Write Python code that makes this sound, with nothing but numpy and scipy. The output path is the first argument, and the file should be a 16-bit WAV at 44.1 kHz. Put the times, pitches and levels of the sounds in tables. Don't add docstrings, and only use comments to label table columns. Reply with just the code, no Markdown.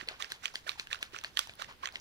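import sys
import numpy as np
from scipy import signal
from scipy.fft import rfft, irfft
from scipy.io import wavfile
from scipy.ndimage import uniform_filter1d

SR = 44100
rng = np.random.default_rng(int(sys.argv[2]) if len(sys.argv) > 2 else 0)


def wrap_up_sound(samples):
    columns = np.atleast_2d(samples).T
    tamed = np.clip(columns, -1, 1)
    steps = np.round(tamed * 32767).astype(np.int16)
    wavfile.write(sys.argv[1], SR, steps)


def volts_from_db(level):
    exponent = np.asarray(level, float) / 20
    return 10 ** exponent


N = 88332
CONTACT_S, CONTACT_DELAY_S = 0.00045, 0.0006


def evened(x):
    return x / np.sqrt(np.mean(x ** 2) + 1e-20)


def read(points, hz):
    f, value = np.transpose(points)
    return np.interp(np.log(hz + 1), np.log(f + 1), value)


def add(mix, start_s, sound):
    part = mix[max(round(start_s * SR), 0):][:len(sound)]
    part += sound[:len(part)]


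def shape(x, db_at):
    hz = np.fft.rfftfreq(x.shape[-1], 1 / SR)
    return irfft(rfft(x) * volts_from_db(db_at(hz)), x.shape[-1])


# (frequency [Hz], level [dB])
AIR_SPECTRUM = [(14, -27), (28, 1), (55, 2.5), (120, -5.5), (1500, -15), (4000, -18), (7000, -27.5),
                (15500, -30), (16500, -44)]
# (frequency [Hz], left-right correlation [0-1])
AIR_LIKENESS = [(60, 0.65), (300, 0.73), (1000, 0.067), (4000, 0.065)]


def air():
    level_db, patch_db = -61.5, 1.3
    frames, hz = N // 256 + 5, np.fft.rfftfreq(1024, 1 / SR)
    a, b, c, d, patches = rng.standard_normal((frames, 513, 5)).T
    patches = evened(uniform_filter1d(uniform_filter1d(patches, 8, 0), 12, 1))
    same = read(AIR_LIKENESS, hz)[:, None]
    left = a + 1j * b
    right = same * left + np.sqrt(1 - same ** 2) * (c + 1j * d)
    spectra = np.array([left, right]) * volts_from_db(read(AIR_SPECTRUM, hz)[:, None] + patch_db * patches)
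    noise = signal.istft(spectra, nperseg=1024, noverlap=768)[1][:, :N]
    return volts_from_db(level_db + np.array([[-.8], [.8]])) * evened(noise)


def bubble_grain(hz, t, rise, decay_cycles):
    return np.sin(2 * np.pi * hz * t * (1 + rise * hz * t)) * hz * t * np.exp(-hz * t / decay_cycles)


def gurgle():
    bubbles_per_s, pitches = 400, 12
    out, t = np.zeros(N), np.arange(1024) / SR
    for hz in np.geomspace(350, 2000, num=pitches):
        clicks = rng.uniform(-1.1, 1, N) * (rng.random(N) < bubbles_per_s / pitches / SR)
        out += signal.oaconvolve(clicks, bubble_grain(hz, t, .02, 1.5))[:N]
    return evened(out)


def droplets():
    drops_per_s, spread_db = 4500, 2.6
    t, out = np.arange(512) / SR, np.zeros(N)
    pitches = np.geomspace(300, 14000, num=24)
    size = volts_from_db(spread_db * np.minimum(rng.exponential(1, N), 4))
    size = size * (rng.random(N) < drops_per_s / SR)
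    kind = rng.integers(0, len(pitches), N)
    for k, hz in enumerate(pitches):
        grain = bubble_grain(hz, t, .015, 3.56)
        grain = grain / np.linalg.norm(grain) * np.sqrt(hz)
        out += signal.oaconvolve(size * (kind == k), grain)[:N]
    return evened(out)


# (start [s], level [dB], decay [dB/s], lean [dB]: raises the bright copy and lowers the dull
LOW_SPLASHES = [
    (-.04, -42.5, 223, -7),
    (0.188, -44.5, 168, 0),
    (0.422, -46, 171, 2.5),
    (0.661, -44.5, 174, 2.3),
    (0.898, -45.5, 194, 0),
    (1.123, -49, 118, -3),
    (1.358, -59, 172, 19.5),
    (1.384, -62.5, 148, 21),
    (1.582, -46, 218, -0.7),
    (1.819, -43.5, 193, -14),
]
# (start [s], level [dB], decay [dB/s], lean [dB]: raises the bright copy and lowers the dull
HIGH_SPLASHES = [
    (.07, -42.5, 172, -26.5),
    (.285, -48.5, 187, 4.5),
    (.53, -55, 264, 12.5),
    (.77, -51.5, 208, 8.5),
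    (1.0, -49.5, 210, 3.7),
    (1.232, -49, 298, 1),
    (1.47, -56, 210, 4),
    (1.67, -48, 276, -17),
    (1.92, -53, 152, 1),
]
# (frequency [Hz], level [dB])
FIZZ_SPECTRUM = [(120, -55), (300, -21.5), (1000, -1), (1800, 2.9), (4200, 0), (6700, -7), (7400, -12.5),
                 (16000, -27)]


def splash(table, rise_s):
    smooth_share, gurgle_db = .5, -10.5
    hold_s, drain_s, dulling_db_per_s = .015, .25, 60
    lead_db, lead_db_per_s = -15.5, 255
    flat = np.sqrt(1 - smooth_share) * droplets() + np.sqrt(smooth_share) * rng.standard_normal((2, N))
    flat = flat + volts_from_db(gurgle_db) * gurgle()
    dull = shape(flat, lambda hz: read(FIZZ_SPECTRUM, hz) - 3 * np.log2((hz + 50) / 2500))
    bright = shape(flat, lambda hz: read(FIZZ_SPECTRUM, hz) + 3 * np.log2((hz + 50) / 2500))
    t = np.arange(N) / SR
    dull_power, bright_power = np.zeros((2, N))
    for start_s, db, decay_db_per_s, tilt_db in table:
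        age = np.maximum(t - start_s, 0)
        rise = np.sin(np.pi / 2 * np.minimum(age / rise_s, 1)) ** 2
        fall_db = decay_db_per_s * np.maximum(age - rise_s - hold_s, 0) * (0.93 + age / drain_s)
        lead_in = volts_from_db(db + lead_db - lead_db_per_s * abs(t - start_s))
        swell = np.maximum(rise * volts_from_db(db - fall_db), lead_in)
        lean_db = tilt_db - dulling_db_per_s * np.maximum(age - .07, 0)
        dull_power += (swell * volts_from_db(-np.maximum(lean_db, -3))) ** 2
        bright_power += (swell * volts_from_db(np.maximum(lean_db, -30))) ** 2
    return .5 * (np.sqrt(dull_power) * evened(dull) + np.sqrt(bright_power) * evened(bright))


def nearer_end(s):
    starts = np.array([row[0] for row in LOW_SPLASHES])
    return int(s - starts[starts < s].max() > .075)


# (time [s], peak [dB], pitch [Hz], length [s])
GULP_EVENTS = [(.0025, -32, 2400, 0.0014), (0.027, -40.5, 315, 0.0048), (.074, -42, 480, 0.0059),
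               (0.112, -34.5, 635, 0.0027), (0.123, -42.5, 600, 0.0029), (0.2022, -29, 1145, 0.0052),
               (0.2042, -32, 1840, .003), (0.425, -38, 2000, 0.00095), (0.438, -35, 1450, .004),
               (0.447, -35, 1950, 0.0017), (0.543, -30.5, 1000, 0.0012), (.665, -35.5, 627, 0.0054),
               (0.6685, -31, 1730, 0.0041), (0.678, -28, 1480, 0.0028), (0.756, -44, 920, 0.0045),
               (0.81, -41, 1040, 0.0046), (0.776, -43, 830, 0.0062), (0.913, -26.5, 1780, 0.0033),
               (1.008, -42, 1060, 0.0047), (1.132, -44, 367, 0.011), (1.146, -26.5, 1400, 0.0017),
               (1.235, -39, 1300, 0.0019), (1.247, -40.5, 640, 0.0068), (1.377, -27.5, 1840, .003),
               (1.493, -41, 673, 0.005), (1.594, -35.5, 620, 0.0042), (1.6176, -24.5, 1600, 0.0016),
               (1.673, -54.5, 224, 0.017), (1.711, -37, 1060, 0.0035), (1.833, -25.5, 1090, 0.0087),
               (1.842, -33, 1790, 0.0027), (1.939, -45.5, 670, 0.0059)]


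def gulps():
    gain_db, pitch_rise = -6.5, 0.024
    out = np.zeros((2, N))
    for s, db, hz, length_s in GULP_EVENTS:
        t = np.arange(0, 5 * length_s, 1 / SR)
        u = t / length_s
        tone = np.sin(2 * np.pi * hz * t * (1 + pitch_rise * (u - 1)))
        add(out[nearer_end(s)], s, volts_from_db(db + gain_db) * tone * 3 * u * np.exp(1 - 3 * u))
    return out


# (time [s], peak [dB], main ring [Hz], low ring [Hz], low ring level [dB])
LOW_HITS = [(0.0105, -33, 2680, 1890, -3), (0.2228, -22, 3730, 2020, -5), (0.2439, -30, 2770, 1810, -5),
            (0.4557, -17.5, 3080, 2060, -20.5), (0.4791, -35, 2780, 1640, -13),
            (0.6922, -18, 3550, 1130, -21), (0.7167, -37, 3660, 1810, -4), (0.9288, -20, 2610, 2000, -17),
            (0.9445, -30.5, 3000, 1580, 0), (0.956, -36.5, 2750, 1630, -12),
            (1.1622, -32, 2540, 1410, -10.5), (1.1867, -32, 2800, 1720, -7),
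            (1.3712, -17.5, 3190, 1850, -14.5), (1.3908, -16, 3190, 1374, -10.5),
            (1.6203, -27, 2860, 1120, -4.5), (1.6438, -37, 2860, 1800, -5),
            (1.856, -23.5, 3830, 1860, -2.5), (1.8722, -27, 2560, 1280, -7), (1.8873, -35, 2380, 1760, -8)]
# (time [s], peak [dB], main ring [Hz], low ring [Hz], low ring level [dB])
HIGH_HITS = [(0.0861, -20, 4200, 2020, -15), (0.319, -21.5, 4130, 1696, -10),
             (0.555, -20.5, 4400, 1784, -8), (0.7962, -20.5, 4360, 1670, -12),
             (0.8704, -35.5, 2680, 1680, -8), (1.0268, -21, 3490, 1730, -8.5),
             (1.2375, -31.5, 2480, 1160, -8.5), (1.245, -24.5, 4180, 1750, -2.5),
             (1.4716, -38, 2930, 960, -7.5), (1.4945, -32, 2400, 1600, -13.5),
             (1.9558, -23.5, 3830, 2090, -2), (1.9685, -39, 2900, 1790, -14)]
# (side ring [Hz], level [dB], top ring [Hz], level [dB], crack [dB])
LOW_WALL_SPOTS = [(4560, -5, 3300, -30, -30), (3190, 5, 6500, -2, -16.5), (5000, 1, 5730, -12, -24),
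                  (2560, -0.5, 6530, -7.5, -16.5), (4800, -4, 5200, -3, -30), (2540, -4.5, 5200, -9.5, -19),
                  (2560, 3, 4700, 2, -23), (3610, 0.5, 6500, -14, -18.5), (4760, 2, 5100, -9, -16),
                  (3550, -1, 5430, -15, -23), (3300, -21, 5660, -17, -15), (4070, -5, 6090, 2.5, -14),
                  (3700, -5, 5500, -24, -10.5), (4840, -5, 5750, -8, -5.5), (3920, 0.5, 5880, -9, -13),
                  (4030, -19, 6800, -16, -15), (3100, 5.5, 5820, 0, -16), (3100, 2.5, 6400, -3, -17),
                  (3340, -3, 6300, -17, -15)]
# (side ring [Hz], level [dB], top ring [Hz], level [dB], crack [dB])
HIGH_WALL_SPOTS = [(2540, 3.5, 6800, -22, -23), (3430, -3, 5970, -16.5, -9.5), (3310, 1, 5730, -21, -12),
                   (2450, 0, 5820, -8, -18), (4370, -10, 6610, -18, -14), (2480, 2, 4900, -18, -10),
                   (3340, 0, 6140, -5, -8), (2540, 4, 5000, -23, -33), (3770, -16, 5860, -5, -4),
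                   (3630, -3.5, 6500, -29, -32), (2860, 6, 5100, -5, -29), (3680, -3, 5920, -5, -20)]
# (frequency [Hz], width [Hz], level [dB])
LOW_BODY_MODES = [(1195, 50, -37.5), (2400, 3150, 15), (6940, 6600, -27)]
# (frequency [Hz], width [Hz], level [dB])
HIGH_BODY_MODES = [(367, 450, -26.5), (754, 3600, 14), (7750, 540, -16)]


def wall_ring(modes, t):
    scatter_db, facing_rad, rattle_db, rattle_t60_s = .5, .3, -14, .04
    ring = np.zeros((2, len(t)))
    for hz, width_hz, db in modes:
        level, detune, phase, facing = rng.standard_normal(4)
        turn = 0.085 * phase + facing_rad * facing * np.array([[1], [0]])
        tone = np.sin(2 * np.pi * hz * (1 + 0.02 * detune) * t + turn)
        ring += volts_from_db(db + scatter_db * level) * np.exp(-np.pi * width_hz * t) * tone
    ring *= (1 - np.exp(-t / CONTACT_S)) ** 2
    ring = signal.sosfilt(signal.butter(2, 280, "high", fs=SR, output="sos"), ring)
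    rattle = echoes(np.pad(ring, ((0, 0), (0, 1024))), rattle_t60_s, 0.0013)[:, :len(t)]
    return ring + volts_from_db(rattle_db) * rattle


def contact_crack(t):
    t60_s, centre_hz, facing = .009, 9500, .55
    a, b = rng.standard_normal((2, len(t)))
    grit = np.array([facing * (a + b), b]) * volts_from_db(-60 * t / t60_s) * np.minimum(t / CONTACT_S, 1)
    band_hz = [0.43 * centre_hz, 0.92 * centre_hz]
    return signal.sosfilt(signal.butter(1, band_hz, "band", fs=SR, output="sos"), grit)


def knocks(table, spots, body):
    gain_db = 3
    out, t = np.zeros((2, N)), np.arange(2048) / SR
    for hit, spot in zip(table, spots):
        s, db, main_hz, low_hz, low_db = hit
        side_hz, side_db, top_hz, top_db, crack_db = spot
        modes = [(main_hz, 620, 0), (low_hz, 340, low_db), (side_hz, 650, side_db), (top_hz, 750, top_db)]
        ring, crack = wall_ring(modes + body, t), contact_crack(t)
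        knock = ring / abs(ring).max() + volts_from_db(crack_db) * crack / abs(crack).max()
        for side in (0, 1):
            add(out[side], s + CONTACT_DELAY_S, volts_from_db(db + gain_db) * knock[side])
    return out


# (time [s], peak [dB], ring [Hz])
TICK_EVENTS = [(0.0741, -35, 3900), (.2004, -45, 4240), (0.2055, -34, 2900), (.4319, -54, 4610),
               (0.539, -43, 5230), (0.6655, -42, 2600), (0.9033, -38, 1870), (0.989, -39, 3000),
               (1.1229, -44, 2640), (1.1353, -54, 2790), (1.181, -43, 6500), (1.2121, -36, 3340),
               (1.281, -55, 2780), (1.511, -46, 3500), (1.536, -40, 3200), (1.5529, -45, 11000),
               (1.597, -45, 2750), (1.698, -49, 2520), (1.724, -40, 2800), (1.8302, -40, 3100),
               (1.923, -40, 4500), (1.9985, -40, 5900)]


def ticks():
    damping, grit_t60_s, grit_gain = .22, .009, .5
    out, t = np.zeros((2, N)), np.arange(400) / SR
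    for s, db, hz in TICK_EVENTS:
        grit = np.diff(uniform_filter1d(rng.standard_normal(len(t) + 1), size=7))
        ring = np.sin(2 * np.pi * hz * t) * np.exp(-np.pi * damping * hz * t)
        tick = ring + grit_gain * grit * volts_from_db(-60 * t / grit_t60_s)
        tick = tick * np.minimum(t / CONTACT_S, 1)
        add(out[nearer_end(s)], s + CONTACT_DELAY_S, volts_from_db(db) * tick / abs(tick).max())
    return out


def seat(pair, lag_samples, left_minus_right_db):
    hz = np.fft.rfftfreq(N, 1 / SR)
    late = irfft(rfft(pair[0]) * np.exp(-2j * np.pi * hz * lag_samples / SR), N)
    return np.array([late * volts_from_db(left_minus_right_db / 2), pair[1] * volts_from_db(-left_minus_right_db / 2)])


def echoes(x, t60_s, start_s, gap=12):
    at = np.arange(int(start_s * SR), int(t60_s * SR) + 400, gap)
    at = at + rng.integers(0, gap, (2, len(at)))
    taps = np.zeros((2, at.max() + 1))
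    np.put_along_axis(taps, at, rng.choice([-1., 1.], at.shape) * volts_from_db(-60 * at / SR / t60_s), 1)
    taps /= np.linalg.norm(taps, axis=1, keepdims=True)
    return signal.fftconvolve(x, taps, axes=1)[:, :N]


def scene():
    desk_db, room_db = -19, -17
    low, high = gulps() + ticks()
    low = low + splash(LOW_SPLASHES, rise_s=.018) + knocks(LOW_HITS, LOW_WALL_SPOTS, LOW_BODY_MODES)
    high = high + splash(HIGH_SPLASHES, rise_s=.022) + knocks(HIGH_HITS, HIGH_WALL_SPOTS, HIGH_BODY_MODES)
    bottle = seat(low, lag_samples=22.21, left_minus_right_db=-7.5)
    bottle = bottle + seat(high, lag_samples=8.19, left_minus_right_db=-0.38)
    desk = echoes(bottle, t60_s=.01, start_s=.0004)
    room = echoes(uniform_filter1d(low + high, size=5)[1:], t60_s=.18, start_s=.006)
    return bottle + volts_from_db(desk_db) * desk + volts_from_db(room_db) * room + air()


def roll_off(x):
    return signal.sosfilt(signal.butter(12, 16810, fs=SR, output="sos"), x)


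def record(dry):
    edge_hz = 15950
    mix = signal.oaconvolve(dry, signal.firwin(127, edge_hz, fs=SR)[None], "same")
    return roll_off(mix)


dry = scene()
out = record(dry)
wrap_up_sound(out)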